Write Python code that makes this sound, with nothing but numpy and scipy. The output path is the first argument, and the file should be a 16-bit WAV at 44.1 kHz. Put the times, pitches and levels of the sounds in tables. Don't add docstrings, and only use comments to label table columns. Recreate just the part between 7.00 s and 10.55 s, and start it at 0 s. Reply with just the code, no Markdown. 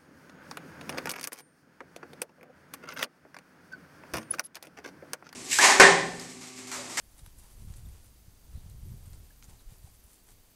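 import sys
import numpy as np
from scipy import signal
from scipy.fft import rfft, irfft, next_fast_len
from scipy.io import wavfile
from scipy.ndimage import uniform_filter1d

SR = 44100
rng = np.random.default_rng(int(sys.argv[2]) if len(sys.argv) > 2 else 0)


def log_audio(samples):
    frames = np.atleast_2d(samples).T
    limited = np.clip(frames, -1, 1)
    pcm = np.round(limited * 32767).astype(np.int16)
    wavfile.write(sys.argv[1], SR, pcm)


N = 156555
T = np.arange(N) / SR

# centre t/s, sigma/s, scrape level/dB, spine level/dB
SHUFFLES = [(0.136, 0.035, -73, -72), (0.189, 0.018, -65, -64), (0.262, 0.033, -66, -69),
            (0.391, 0.009, -78, -57.5), (0.429, 0.048, -65, -64.5), (0.514, 0.028, -66.5, -64.5),
            (0.61, 0.036, -66, -64.5), (0.713, 0.036, -64.5, -65), (0.769, 0.006, -71, -54),
            (0.79, 0.025, -65, -65.5), (0.866, 0.044, -70, -78), (0.952, 0.06, -67, -69.5),
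            (1.053, 0.027, -68, -65.5), (1.553, 0.049, -68.5, -70.5), (1.68, 0.064, -69, -79),
            (1.917, 0.1, -69.5, -68.5), (2.08, 0.058, -67, -71), (2.145, 0.014, -66, -70),
            (2.247, 0.091, -70.5, -71), (2.446, 0.017, -67, -66), (2.499, 0.015, -61.5, -60.5),
            (2.547, 0.02, -66.5, -73), (2.608, 0.019, -70, -67.5), (2.727, 0.035, -66, -67),
            (2.864, 0.037, -67.5, -66), (2.948, 0.014, -71.5, -66), (3.05, 0.088, -78, -75),
            (3.132, 0.041, -69, -64), (3.299, 0.027, -66, -63.5)]
# f/Hz, relative level/dB
SCRAPE_SPECTRUM = [(100, -10.5), (300, 2.5), (900, 3), (1400, -2), (2600, -3), (4000, -3), (6000, -5.5),
                   (9000, -3.5), (15000, -52)]
SPINE_SPECTRUM = [(500, -20), (3000, -23), (5500, -10.5), (7500, -4.5), (9300, -2), (11000, -2.5),
                  (12500, -5.5), (15500, -26.5)]
# t/s, knock level/dB, snap level/dB, snap f/Hz, snap width/Hz
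CONTACTS = [(.1808, -64, -54, 8800, 2000), (.1895, -68, -52, 9200, 4600), (.1928, -53.5, -48.5, 9000, 2700),
            (.2628, -48, -47, 10500, 3000), (.386, -66, -49.5, 9700, 3200), (.397, -63, -54, 9900, 3200),
            (.739, -53.5, -51, 7000, 2800), (.8885, -58.5, -52.5, 9600, 2000),
            (1.6985, -64, -51, 9800, 7500), (2.0605, -66, -52.5, 8800, 2200), (2.079, -68, -54, 9400, 2530),
            (2.132, -53, -53.5, 8200, 5500), (2.4258, -51.5, -50.5, 2450, 2900),
            (2.4333, -56, -53, 7000, 3260), (2.4425, -59, -49.5, 7550, 3800),
            (2.7835, -66, -53.5, 11100, 3500), (3.0403, -74, -53, 10000, 2500),
            (3.2885, -57, -56, 9500, 5000)]
# f/Hz, relative level/dB
KNOCK_SPECTRUM = [(200, -25), (800, -4), (1500, 2.5), (2700, -3), (3900, 1), (6000, 2), (9000, -29),
                  (15000, -13)]
# centre t/s, sigma/s, f/Hz, level/dB
GRIT_TAPS = [(0.195, 0.0046, 3920, -67), (0.445, 0.021, 950, -69), (.857, .006, 7350, -68),
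             (0.858, 0.004, 3680, -68), (1.578, 0.025, 3850, -70.5), (1.705, .004, 4110, -67),
             (2.308, 0.0026, 1676, -61.5), (2.528, 0.025, 855, -69), (2.597, 0.0049, 3920, -66.5),
             (2.876, 0.0029, 792, -63.5)]
# t/s, level/dB
BREEZE_LEVEL = [(0, -61.5), (.18, -60.5), (.38, -53), (.48, -59.5), (.62, -48), (.76, -50), (.9, -48),
                (1.02, -57.5), (1.42, -60.5), (1.54, -49.5), (1.77, -49.5), (1.87, -45), (2.02, -50),
                (2.17, -50), (2.34, -57.5), (2.52, -55.5), (2.6, -58), (2.9, -57.5), (3.17, -70),
                (3.32, -58.5), (3.55, -70.5)]
# f/Hz, relative level/dB
RUMBLE_SPECTRUM = [(10, -13), (22, -1.5), (45, -2), (75, -8), (110, -12), (160, -21), (250, -30),
                   (500, -45.5), (2000, -79.5)]
FLUTTER_SPECTRUM = [(20, -34.5), (55, 3), (90, 4), (125, -4), (170, -13), (240, -21.5), (400, -28),
                    (1000, -52.5), (3000, -75)]
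# t/s, f/Hz, peak level/dB
EDDY_HITS = [(0.223, 85, -46), (0.235, 43.5, -42), (0.278, 88, -46), (0.622, 96, -43), (0.647, 126, -44),
             (0.677, 98, -41), (0.706, 82, -34), (0.868, 130, -44), (0.887, 60.5, -51), (1.285, 79.4, -45),
             (1.556, 68, -33.5), (1.576, 117, -39.5), (1.664, 98, -41), (1.712, 60, -40.5),
             (1.751, 69.7, -40), (1.838, 71, -37.5), (1.905, 79.5, -42), (1.92, 96, -37),
             (1.942, 119.5, -38), (2.078, 89, -36.5), (2.126, 53.5, -36.5), (2.203, 80, -46),
             (2.487, 86, -43.5), (2.54, 66.4, -45), (2.681, 27, -39), (2.724, 106, -43.5),
             (2.847, 71.4, -38), (3.053, 48.6, -47)]
# f/Hz, relative level/dB
HISS_SPECTRUM = [(20, 21), (100, 0.5), (200, 11), (330, 6), (520, 2), (900, -0.5), (1300, -3), (2500, -4.5),
                 (4000, -4.5), (6000, -3.5), (9300, -3.5), (12000, -5), (14300, -4), (15500, -6)]
# f/Hz, level/dB
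WHINE_TONES = [(4689, -81), (6250, -82), (7811, -90), (9378, -80), (10939, -84), (12500, -90), (14061, -91),
               (15628, -97)]
# t/s, top f/Hz, level/dB
WARBLE_TRACK = [(.2, 11400, -72), (.55, 12200, -72), (1, 14200, -75), (1.55, 14300, -75),
                (1.9, 13570, -68.5), (3.4, 14270, -73.5)]


def rustles():
    scrape_power, spine_power = np.zeros((2, N))
    for centre_s, sigma_s, scrape_db, spine_db in SHUFFLES:
        envelope = swell(centre_s, sigma_s)
        scrape_power += (amp(scrape_db) * envelope) ** 2
        spine_power += (amp(spine_db) * envelope) ** 2
    scrape = colour(friction() * np.sqrt(scrape_power), SCRAPE_SPECTRUM)
    spines = colour(friction() * np.sqrt(spine_power), SPINE_SPECTRUM)
    return scrape + spines


def friction(slips_per_s=3100, spread_db=7, slip_share=0.55):
    slips = (rng.random(N) < slips_per_s / SR) * rng.choice([-1, 1], N)
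    sizes = amp(spread_db * np.minimum(rng.exponential(1, N), 4))
    rush = rng.standard_normal(N)
    return np.sqrt(slip_share) * unit(slips * sizes) + np.sqrt(1 - slip_share) * rush


def claw_ticks(crack_db=11, decay_s=0.00058, tail_s=0.017, tail_db=-14.5):
    t = np.arange(2000) / SR
    fade = np.exp(-t / decay_s) + amp(tail_db) * np.exp(-t / tail_s)
    knocks, snaps = np.zeros((2, N))
    for start_s, knock_db, snap_db, hz, width_hz in CONTACTS:
        start = round(start_s * SR)
        span = slice(start, start + len(t))
        drive = fade * rng.choice([-1, 1], (2, len(t)))
        drive[:, 0] = amp(crack_db)
        knocks[span] += amp(knock_db) * drive[0]
        edges_hz = np.clip([hz - width_hz / 2, hz + width_hz / 2], 100, 20000)
        band = signal.butter(2, edges_hz, "bandpass", fs=SR)
        makeup_gain = np.sqrt(SR / 2 / width_hz)
        snaps[span] += amp(snap_db) * makeup_gain * signal.lfilter(*band, drive[1])
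    return colour(knocks, KNOCK_SPECTRUM) + snaps


def grit_taps(grate_rate_hz=500):
    out = np.zeros(N)
    for centre_s, sigma_s, hz, db in GRIT_TAPS:
        spread_hz = 180 * np.sqrt(hz / 2000)
        pitch_hz = hz + spread_hz * drift(grate_rate_hz)
        out += amp(db) * np.sqrt(2) * swell(centre_s, sigma_s) * sine(pitch_hz)
    return out


def wind(gust_db=-50, flutter_growth=2.05):
    breeze_db = np.interp(T, *np.transpose(BREEZE_LEVEL))
    rumble_db = breeze_db + 0.5
    flutter_db = gust_db + flutter_growth * (breeze_db - gust_db) - 4
    rumble = amp(rumble_db) * turbulence(RUMBLE_SPECTRUM)
    flutter = amp(flutter_db) * turbulence(FLUTTER_SPECTRUM)
    return rumble + flutter


def turbulence(spectrum, window_s=0.04, steadiness=0.73):
    rush = noise(spectrum)
    power = uniform_filter1d(rush ** 2, int(window_s * SR)) + 1e-6
    return unit(rush / power ** (steadiness / 2))


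def eddies(smoothness=3.77):
    out = np.zeros(N)
    for centre_s, hz, db in EDDY_HITS:
        near = abs(T - centre_s) < 0.15
        pulse = (1 - 2j * np.pi * hz * (T[near] - centre_s) / smoothness) ** -(smoothness + 1)
        rotation = np.exp(2j * np.pi * rng.random())
        out[near] += amp(db) * (pulse * rotation).real
    return out


def electronics(hiss_db=-62.5):
    whine = np.zeros(N)
    for hz, db in WHINE_TONES:
        whine += amp(db) * np.sqrt(2) * np.sin(2 * np.pi * (hz * T + rng.random()))
    return amp(hiss_db) * noise(HISS_SPECTRUM) + whine


def warble(rate_hz=15, start_s=0.033, chirp_s=0.041, dip_hz=2700, fuzz_hz=750, flicker_db=2):
    times_s, top_hz, db = np.transpose(WARBLE_TRACK)
    progress = (T - start_s) % (1 / rate_hz) / chirp_s
    arch = np.sin(np.pi * np.minimum(progress, 1))
    pitch_hz = np.interp(T, times_s, top_hz) - dip_hz * (1 - arch) ** 2
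    level_db = np.interp(T, times_s, db) + flicker_db * drift(2 * rate_hz)
    fuzzy_tone = unit(drift(fuzz_hz) * sine(pitch_hz))
    return amp(level_db) * (progress < 1) * fuzzy_tone


def amp(db):
    return 10 ** (np.asarray(db) / 20)


def unit(x):
    return x / np.sqrt(np.mean(x ** 2) + 1e-20)


def sine(hz):
    return np.sin(2 * np.pi * np.cumsum(hz) / SR)


def swell(centre_s, sigma_s):
    return np.exp(-np.minimum(((T - centre_s) / sigma_s) ** 2 / 2, 50))


def colour(x, spectrum):
    hz, db = np.transpose(spectrum)
    size = next_fast_len(N)
    bins_hz = abs(np.fft.fftfreq(size, 1 / SR))
    gain = unit(amp(np.interp(np.log(bins_hz + 1), np.log(hz), db)))
    response = np.exp(np.conj(signal.hilbert(np.log(gain))))
    return irfft(rfft(x, size) * response[:size // 2 + 1], size)[:N]


def noise(spectrum):
    return unit(colour(rng.standard_normal(N), spectrum))


def drift(rate_hz):
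    size = next_fast_len(N)
    lowpass = np.exp(-(np.fft.rfftfreq(size, 1 / SR) / rate_hz) ** 2)
    return unit(irfft(rfft(rng.standard_normal(size)) * lowpass, size)[:N])


def scene():
    hedgehogs = rustles() + claw_ticks() + grit_taps()
    breeze = wind() + eddies()
    camera = electronics() + warble()
    return (hedgehogs + breeze + camera)[None]


def record(dry):
    cutoff_hz = 15720
    lowpass = signal.firwin(801, cutoff_hz, window=("kaiser", 9), fs=SR)
    return signal.oaconvolve(dry, lowpass[None], "same")


dry = scene()
out = record(dry)
log_audio(out)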